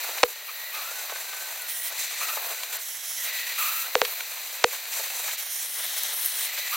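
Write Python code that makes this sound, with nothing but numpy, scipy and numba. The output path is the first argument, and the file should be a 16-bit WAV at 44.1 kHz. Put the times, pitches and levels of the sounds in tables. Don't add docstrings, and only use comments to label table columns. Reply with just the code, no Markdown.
import sys
import numpy as np
from scipy import signal
from scipy.fft import rfft, irfft, next_fast_len
from scipy.io import wavfile
from scipy.ndimage import uniform_filter1d, map_coordinates
from numba import njit

SR = 44100
rng = np.random.default_rng(int(sys.argv[2]) if len(sys.argv) > 2 else 0)


def bounce(signal):
    frames = np.transpose(np.atleast_2d(signal))
    limited = np.clip(frames, -1, 1)
    pcm = np.round(limited * 32767).astype(np.int16)
    wavfile.write(sys.argv[1], SR, pcm)


def magnitude_from_level(level_db):
    exponent = np.asarray(level_db, float) / 20
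    return 10 ** exponent


N = 298113
TIME = np.arange(N) / SR
SIZE = next_fast_len(N + 8192)
HZ = np.maximum(np.arange(SIZE // 2 + 1) * SR / SIZE, 1)


def unit(x):
    return x / np.sqrt(np.mean(np.atleast_2d(x)[0] ** 2))


def shape(x, gain):
    return irfft(rfft(x, SIZE) * gain, SIZE)[..., :N]


def spectrum(points):
    hz, db = np.transpose(points)
    return magnitude_from_level(np.interp(np.log(HZ), np.log(hz), db))


@njit
def svf(x, hz, width):
    y, band, low = np.empty(len(x)), 0., 0.
    for i in range(len(x)):
        g = np.tan(np.pi * hz[i] / SR)
        k = width / hz[i]
        v = (band + g * (x[i] - low)) / (1 + g * (g + k))
        band, low, y[i] = 2 * v - band, low + 2 * g * v, k * v
    return y


def walk(rate):
    k = int(SR / rate)
    steps = np.repeat(rng.standard_normal(N // k + 1), k)
    return 0.764 * uniform_filter1d(uniform_filter1d(steps, k), k)[:N]


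# start in seconds, length in seconds, lowest first notch of the
# plate echo in Hz, echo share from 0 to 1, left minus right in dB.
DRAWN_CLEAR = [
    (1.66, .26, 5800, .5, -2),
    (2.78, .27, 4550, .55, -2.5),
    (2.94, .35, 4450, .55, -2.5),
    (5.37, .29, 3950, .45, -3),
    (5.58, .9, 6900, .35, .5),
    (5.82, .32, 4400, .3, .1),
    (6.3, .19, 6100, .45, .1),
]


def reach():
    draw_s = .04
    start, length = np.transpose(DRAWN_CLEAR)[:2, :, None]
    ways = (TIME - start, start + length - TIME)
    out = np.prod([1 - np.exp(-np.maximum(t, 0) / draw_s) for t in ways], axis=0)
    return out / out.max(axis=1, keepdims=True)


def plate_echo(x):
    at_plate_hz = 9500
    notch_hz, share = np.transpose(DRAWN_CLEAR)[2:4, :, None]
    out = reach()
    share = np.max(share * np.sqrt(out), axis=0) * (1 + .3 * walk(25))
    delay_s = np.max(1 / at_plate_hz + (1 / notch_hz - 1 / at_plate_hz) * out, axis=0)
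    lag = SR * delay_s * (1 + .025 * walk(30) + .05 * walk(9))

    def delayed(path):
        return np.array([map_coordinates(row, [np.arange(N) - path * lag], order=2) for row in x])

    echoed = x - .8 * share * delayed(1) + .45 * share * delayed(1.7) - .4 * share * delayed(2.6)
    return echoed / np.sqrt(1 + .75 * share ** 2)


# start in seconds, gas level in dB, depth in the slot
# from 0 to 1, steel burning in dB.
MOVES = [(0, -39, 0.7, -5), (.26, -43.5, 0.64, -6.5), (.33, -44.5, 1, -6.5), (.52, -43.5, .97, -7.5),
         (.735, -39, 0.9, -5.5), (.84, -40.5, 0.72, -6.5), (1.2, -41, 0.68, -6.5), (1.68, -37, 0.4, -13),
         (1.9, -40, 0.7, -8), (1.98, -33.5, .43, -14), (2.05, -37, 0.63, -10.5), (2.2, -38.5, 0.56, -7.5),
         (2.38, -39.5, 0.86, -4.5), (2.53, -40, 0.68, -8.5), (2.81, -39, 0.32, -14), (3.05, -38, 0.25, -15),
         (3.17, -36, 0.34, -14.5), (3.26, -37, .93, -12.5), (3.58, -34.5, 0.72, -16.5),
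         (3.7, -37, .64, -15), (3.83, -40, 0.83, -7), (4.23, -40.5, 0.75, -9), (4.92, -35.5, 0.51, -10.5),
         (5.35, -38.5, 0.56, -15.5), (5.5, -37, 0.26, -16), (5.76, -35.5, 0.5, -13), (6.14, -35, 0.36, -13),
         (6.32, -34.5, 0.43, -14.5), (6.47, -37, 0.93, -11.5), (6.72, -35, 0.87, -14)]
# start in seconds, length in seconds, gain in dB.
LEVER = [
    (0.244, .07, 4.5),
    (0.455, 0.29, 3.5),
    (1.69, 0.3, 2.5),
    (1.926, 0.275, -4.5),
    (2.298, 0.22, 3.5),
    (3.58, 0.37, 4.5),
    (3.974, 0.21, 3.5),
    (6.132, .17, 4),
    (6.702, .1, 3.5),
]
# centre in seconds, half length in seconds, gain in dB, share in the low
PUFFS = [(0.018, 0.076, 2.5, 1), (.75, 0.015, 1.5, 0.9), (1.7, 0.011, 2.5, 0.5), (1.812, 0.067, -2, 1),
         (1.864, 0.049, 3.5, 0.8), (1.91, 0.013, -7, .3), (2.238, 0.027, 4, 0.8), (2.684, 0.035, -3, 0.9),
         (2.74, 0.018, 6, 0.3), (2.782, 0.0078, -8, 0), (2.99, 0.035, -3.5, 0.3), (3.272, 0.036, 3.5, 0.8),
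         (3.32, 0.012, -6, 0.4), (3.38, 0.034, 2, 0.8), (3.446, 0.02, -3.5, .6), (3.905, .03, -4, 0.4),
         (4.066, 0.067, 1, 1), (4.61, .03, -3, 0), (4.737, 0.037, 3, 0.6), (4.82, 0.04, -1.5, 1),
         (4.987, 0.05, -1, 1), (5.135, 0.092, -2.5, 1), (5.33, .03, -2, .8), (5.367, 0.01, -11, 0.2),
         (5.39, 0.027, 3.5, 1), (5.984, 0.0088, 6.5, 0.65), (6.257, 0.019, 2, 0.7),
         (6.442, 0.047, 2.5, 0.9), (6.508, 0.028, -3.5, 0.8), (6.594, 0.016, 2, .8)]
# roar, rush, sizzle, hiss in dB.
REGISTER_DB = [-0.07, -3.5, 2.5, 2.5]
DEPTH_DB = [-0.17, 4.5, -9, -1.1]


def register_levels():
    move_samples = int(0.025 * SR)
    starved_db, relight_s = -7.5, 0.021
    start, *held = np.transpose(MOVES)
    move = np.searchsorted(start, TIME, side="right") - 1
    gas, depth, burn = uniform_filter1d(np.array(held)[:, move], move_samples)
    starved = [(TIME > s) * np.exp(-abs(TIME - s) / relight_s) * magnitude_from_level(db) for s, db, *_ in CRACKS]
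    gas = gas + starved_db * np.max(starved, axis=0)
    db = gas + np.array(REGISTER_DB)[:, None] + np.outer(DEPTH_DB, depth)
    db[0] += burn
    jet = sum(gain * ((TIME > s) & (TIME < s + length)) for s, length, gain in LEVER)
    db[3] += uniform_filter1d(jet, move_samples)
    for s, half, gain, low in PUFFS:
        db += np.outer([low, low, 1, 1], gain * np.exp(-((TIME - s) / half) ** 2))
    return db


EDGES_HZ = [1600, 5200, 10500]
# frequency in Hz, density in dB per Hz.
COLOUR = [(150, -12.5), (450, -7), (633, -2.5), (839, -2), (1930, -7.5), (2960, -4), (4100, -3.5),
          (5130, -2.5), (5950, 2.5), (8120, 0), (14300, 8.5), (15600, 7)]
# frequency in Hz, side minus mid in dB.
WIDTH = [(60, -7), (110, -13), (200, -23), (380, -22), (700, -24.5), (1290, -31), (2380, -20.5),
         (4400, -10), (8120, -11.5), (15000, -6.5)]
# centre in Hz, width in Hz, gain in dB.
SLOT = [(1950, 500, 7), (2450, 640, 9.5), (4026, 820, 9), (5950, 790, 4), (7460, 930, 8.5),
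        (5380, 410, -8.5), (8600, 450, 3.5), (10400, 680, -3), (13950, 3000, 3.5)]
# centre in Hz, width in Hz, gain in dB.
OPEN = [(2000, 660, 9), (3190, 550, 6), (3950, 570, 5), (4680, 730, -3.5), (5650, 500, 3), (6500, 300, 2.5),
        (8700, 1700, 4), (13400, 1200, 2.5)]


def resonances(peaks):
    return magnitude_from_level(sum(db / (1 + (2 * (HZ - hz) / width) ** 2) for hz, width, db in peaks))


def flame():
    level_db = register_levels()
    gain = spectrum(COLOUR) * np.array([np.ones_like(HZ), spectrum(WIDTH[1:])])
    gas = rfft(rng.standard_normal((2, SIZE))) * gain
    clear = np.pad(reach().max(axis=0), (0, SIZE - N))
    in_slot = irfft(gas * resonances(SLOT), SIZE)
    in_open = irfft(gas * resonances(OPEN), SIZE)
    gas = rfft((1 - clear) * in_slot + clear * in_open)
    above = [1 / (1 + (hz / HZ) ** 16) for hz in EDGES_HZ]
    splits = -np.diff([np.ones_like(HZ), *above, np.zeros_like(HZ)], axis=0)
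    flutter, spit = walk(30), walk(160)
    unrest_db = [(0.81, 3.9, 1.6), (0.091, 0.92, 0.26), (1.8, 2.03, 0.36), (0.25, 1.2, 0.43)]
    out = 0
    for k, (split, db, (slow, quick, own)) in enumerate(zip(splits, level_db, unrest_db)):
        band = irfft(gas * np.sqrt(split), SIZE)[:, :N]
        if k > 1:
            band = plate_echo(band)
        out = out + unit(band) * magnitude_from_level(db + slow * flutter + quick * spit + own * walk(18))
    return out


def phrase(notes, onset_db, peak_at, end_db, bend):
    u = np.linspace(0, 1, num=17)
    swell = np.interp(u, [0, peak_at, 1], [onset_db, 0, end_db])
    return [np.transpose([s + length * u, first + (last - first) * u ** bend, db + swell])
            for s, length, first, last, db in notes]


def edge_tone(notes, width, octave_db, breath):
    out, waver = np.zeros(N), walk(150)
    for rows in notes:
        s, hz, db = np.transpose(rows)
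        on = (TIME > s[0]) & (TIME < s[-1])
        pitch = np.interp(TIME[on], s, hz)
        phase = 2 * np.pi * np.cumsum(pitch + width / 2 * waver[on]) / SR
        note = 0
        for k, row in enumerate(rng.standard_normal((2, on.sum())), start=1):
            air = unit(svf(row, k * pitch, k * width))
            tone = np.sqrt(2 - 2 * breath ** 2) * np.sin(k * phase)
            note = note + magnitude_from_level(octave_db * (k - 1)) * (breath * air + tone)
        fade = signal.windows.tukey(on.sum(), min(0.049 / (s[-1] - s[0]), 1))
        out[on] += note * fade * magnitude_from_level(np.interp(TIME[on], s, db) - 3.5)
    return out


# start in seconds, length in seconds, first Hz, last Hz, level in dB.
RUSH = [
    (3.02, 0.21, 5550, 5950, -41.5),
    (5.8, 0.28, 3800, 3920, -37),
    (6.0, 0.15, 3930, 3850, -36.5),
    (6.2, .26, 3950, 3950, -40.5),
]


def edge_rush():
    notes = phrase(RUSH, onset_db=2, peak_at=0.35, end_db=0, bend=2.1)
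    return edge_tone(notes, width=800., octave_db=-20, breath=1)


# start in seconds, length in seconds, first Hz, last Hz, level in dB.
SINGING = [
    (.3, 0.45, 1900, 1915, -43.5),
    (1.65, .27, 1880, 1975, -42),
    (1.92, 0.38, 1940, 1930, -42),
    (3.16, 0.39, 1950, 1947, -34.5),
    (6.38, 0.174, 1950, 2035, -36.5),
    (6.55, 0.18, 2010, 1940, -35.5),
]


def singing_flame():
    notes = phrase(SINGING, onset_db=-6, peak_at=0.99, end_db=-17, bend=1.275)
    return edge_tone(notes, width=140., octave_db=-20, breath=.75)


# start in seconds, length in seconds, first Hz, last Hz, level in dB.
LOCKED = [
    (.57, .15, 1886, 1930, -48),
    (.84, .1, 1320, 1440, -46),
    (.93, .1, 1510, 1470, -47),
    (1.1, 0.11, 1480, 1524, -47),
    (1.25, .29, 1515, 1490, -47),
    (1.57, 0.11, 1500, 1440, -48),
    (2.54, .1, 1510, 1494, -52),
    (2.68, 0.11, 1520, 1493, -49.5),
]


def locked_whistle():
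    out, waver = np.zeros(N), walk(60) + 1.45 * walk(14)
    for rows in phrase(LOCKED, onset_db=-3, peak_at=.4, end_db=-3, bend=0.96):
        s, hz, db = np.transpose(rows)
        on = (TIME > s[0]) & (TIME < s[-1])
        phase = 2 * np.pi * np.cumsum(np.interp(TIME[on], s, hz) + 22 * waver[on]) / SR
        fade = signal.windows.tukey(on.sum(), .2)
        out[on] = np.sqrt(2) * np.sin(phase) * fade * magnitude_from_level(np.interp(TIME[on], s, db))
    return out


# start in seconds, length in seconds, first Hz, last Hz, level in dB.
WHISTLE = [
    (.472, 0.05, 1203, 1300, -31.5),
    (.727, 0.17, 1204, 1487, -34.5),
    (2.195, 0.077, 1260, 1350, -28.5),
    (2.27, 0.1, 1270, 1420, -31.5),
    (3.565, 0.32, 1253, 1480, -29.5),
    (6.712, 0.31, 1207, 1220, -29.5),
]


def jet_whistle():
    notes = phrase(WHISTLE, onset_db=-13, peak_at=0.067, end_db=-13, bend=2.6)
    return edge_tone(notes, width=180., octave_db=-2, breath=.73)


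def bursts(events, spread, trim_db):
    out = np.zeros(N)
    noise = rng.standard_normal((len(events), 4096))
    t = np.arange(4096) / SR
    for (s, db, hz, ms), row in zip(events, noise):
        puff = unit(svf(row, np.full(4096, float(hz)), spread * hz))
        u = t / (ms / 1000)
        envelope = (1 - np.exp(-8 * u)) * np.exp(-u ** 2)
        start = int(s * SR)
        out[start:start + 4096] += (puff * envelope * magnitude_from_level(db + trim_db))[:N - start]
    return out


# start in seconds, peak in dB, centre in Hz, length in milliseconds.
SPUTTER = [(0.087, -25.5, 616, 20), (0.181, -19, 2120, 8), (0.872, -28, 1360, 6.4), (0.991, -27, 3880, 13),
           (1.092, -23.5, 1330, 14), (1.119, -21.5, 640, 10.4), (1.154, -26, 1410, 13),
           (1.326, -24.5, 1490, 14), (2.283, -20.5, 2540, 16), (2.366, -20.5, 920, 17),
           (2.5, -28.5, 711, 20), (2.602, -28, 1960, 6.5), (2.632, -16.5, 2450, 5), (2.726, -25, 2280, 21),
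           (4.0485, -12.5, 2530, 7.5), (4.205, -15, 2110, 4.7), (4.747, -23, 2200, 8.9),
           (4.853, -25, 2000, 5.7), (4.929, -21, 3620, 9.1), (4.992, -24.5, 550, 16),
           (5.1, -20.5, 1770, 5.9), (5.276, -21.5, 1820, 22), (5.309, -22.5, 2460, 12),
           (6.574, -22.5, 2190, 13)]


def slag_sputter():
    return bursts(SPUTTER, spread=0.87, trim_db=-9.0)


# start in seconds, peak in dB, centre in Hz, length in milliseconds.
SPARKS = [
    (1.6194, -23, 11000, 3.5),
    (2.7686, -23, 13200, 3),
    (5.8304, -22, 12700, 3),
    (5.8636, -20, 14500, 3),
    (5.979, -26, 12700, 3.6),
    (6.034, -12, 12800, 2),
    (6.2124, -24, 13400, 3),
    (6.2592, -12, 13000, 3),
]


def spark_ticks():
    return bursts(SPARKS, spread=0.15, trim_db=-5)


# start in seconds, strength in dB, top in Hz, ring in the steel in dB,
# push 1 or suck -1.
CRACKS = [
    (.23165, -4, 6000, -10, -1),
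    (.23218, -3, 3400, -6, 1),
    (.2342, -17, 2600, -20, 1),
    (.236, -2, 4200, -14, 1),
    (3.95335, -3, 3800, 0, -1),
    (4.01625, -4, 4000, -4, -1),
    (4.0206, -22, 3000, -16, -1),
    (4.64022, -5, 6000, -14, -1),
    (4.642, -1, 4400, -4, -1),
    (4.64378, -4, 3600, -16, 1),
]
# frequency in Hz, level in dB, 60 dB decay time in seconds.
STEEL = [
    (427, -6.5, 0.12),
    (490.6, 2.5, 0.081),
]


def backfires():
    out, t = np.zeros(N), np.arange(8192) / SR
    lead_s = 0.00419
    ring = sum(magnitude_from_level(db) * np.sin(2 * np.pi * hz * (t + lead_s)) * np.exp(-np.log(1000) * t / t60)
               for hz, db, t60 in STEEL)
    ring = ring * (1 - np.exp(-t / 0.0017))
    for s, db, top_hz, ring_db, push in CRACKS:
        u = 2 * np.pi * top_hz * t
        pulse = np.exp(-(u - 4) ** 2 / 2) + 0.16 * u * np.exp(-u / 4)
        start = int(s * SR)
        out[start:start + 8192] += push * magnitude_from_level(db + 7.5) * pulse + magnitude_from_level(ring_db - 16.5) * ring
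    return out


def scene():
    mid, side = flame()
    mid = mid + edge_rush() + singing_flame() + locked_whistle() + jet_whistle()
    mid = mid + slag_sputter() + spark_ticks()
    cracks = backfires()
    cracks = np.array([cracks, magnitude_from_level(0.6) * np.roll(cracks, 1)])
    pan_db = 0.5 + np.transpose(DRAWN_CLEAR)[4] @ reach()
    return (mid + np.array([side, -side])) * magnitude_from_level(np.array([pan_db, -pan_db]) / 2) + cracks


def roll_off(x):
    return signal.sosfilt(signal.butter(12, 17080, fs=SR, output="sos"), x)


def record(dry):
    bass_hz, leak_db = 430, -31
    lag_cycles, ceiling = 1.25, .85
    trail = np.exp(-2j * np.pi * lag_cycles * np.log((HZ + 60) / 16000))
    bass_cut = 1 / np.sqrt(1 + (bass_hz / HZ) ** 10) + magnitude_from_level(leak_db)
    top_cut = 1 / (1 + (HZ / 15980) ** 400)
    heard = shape(dry, trail * bass_cut)
    heard = shape(ceiling * np.tanh(heard / ceiling), top_cut)
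    return roll_off(heard)


dry = scene()
out = record(dry)
bounce(out)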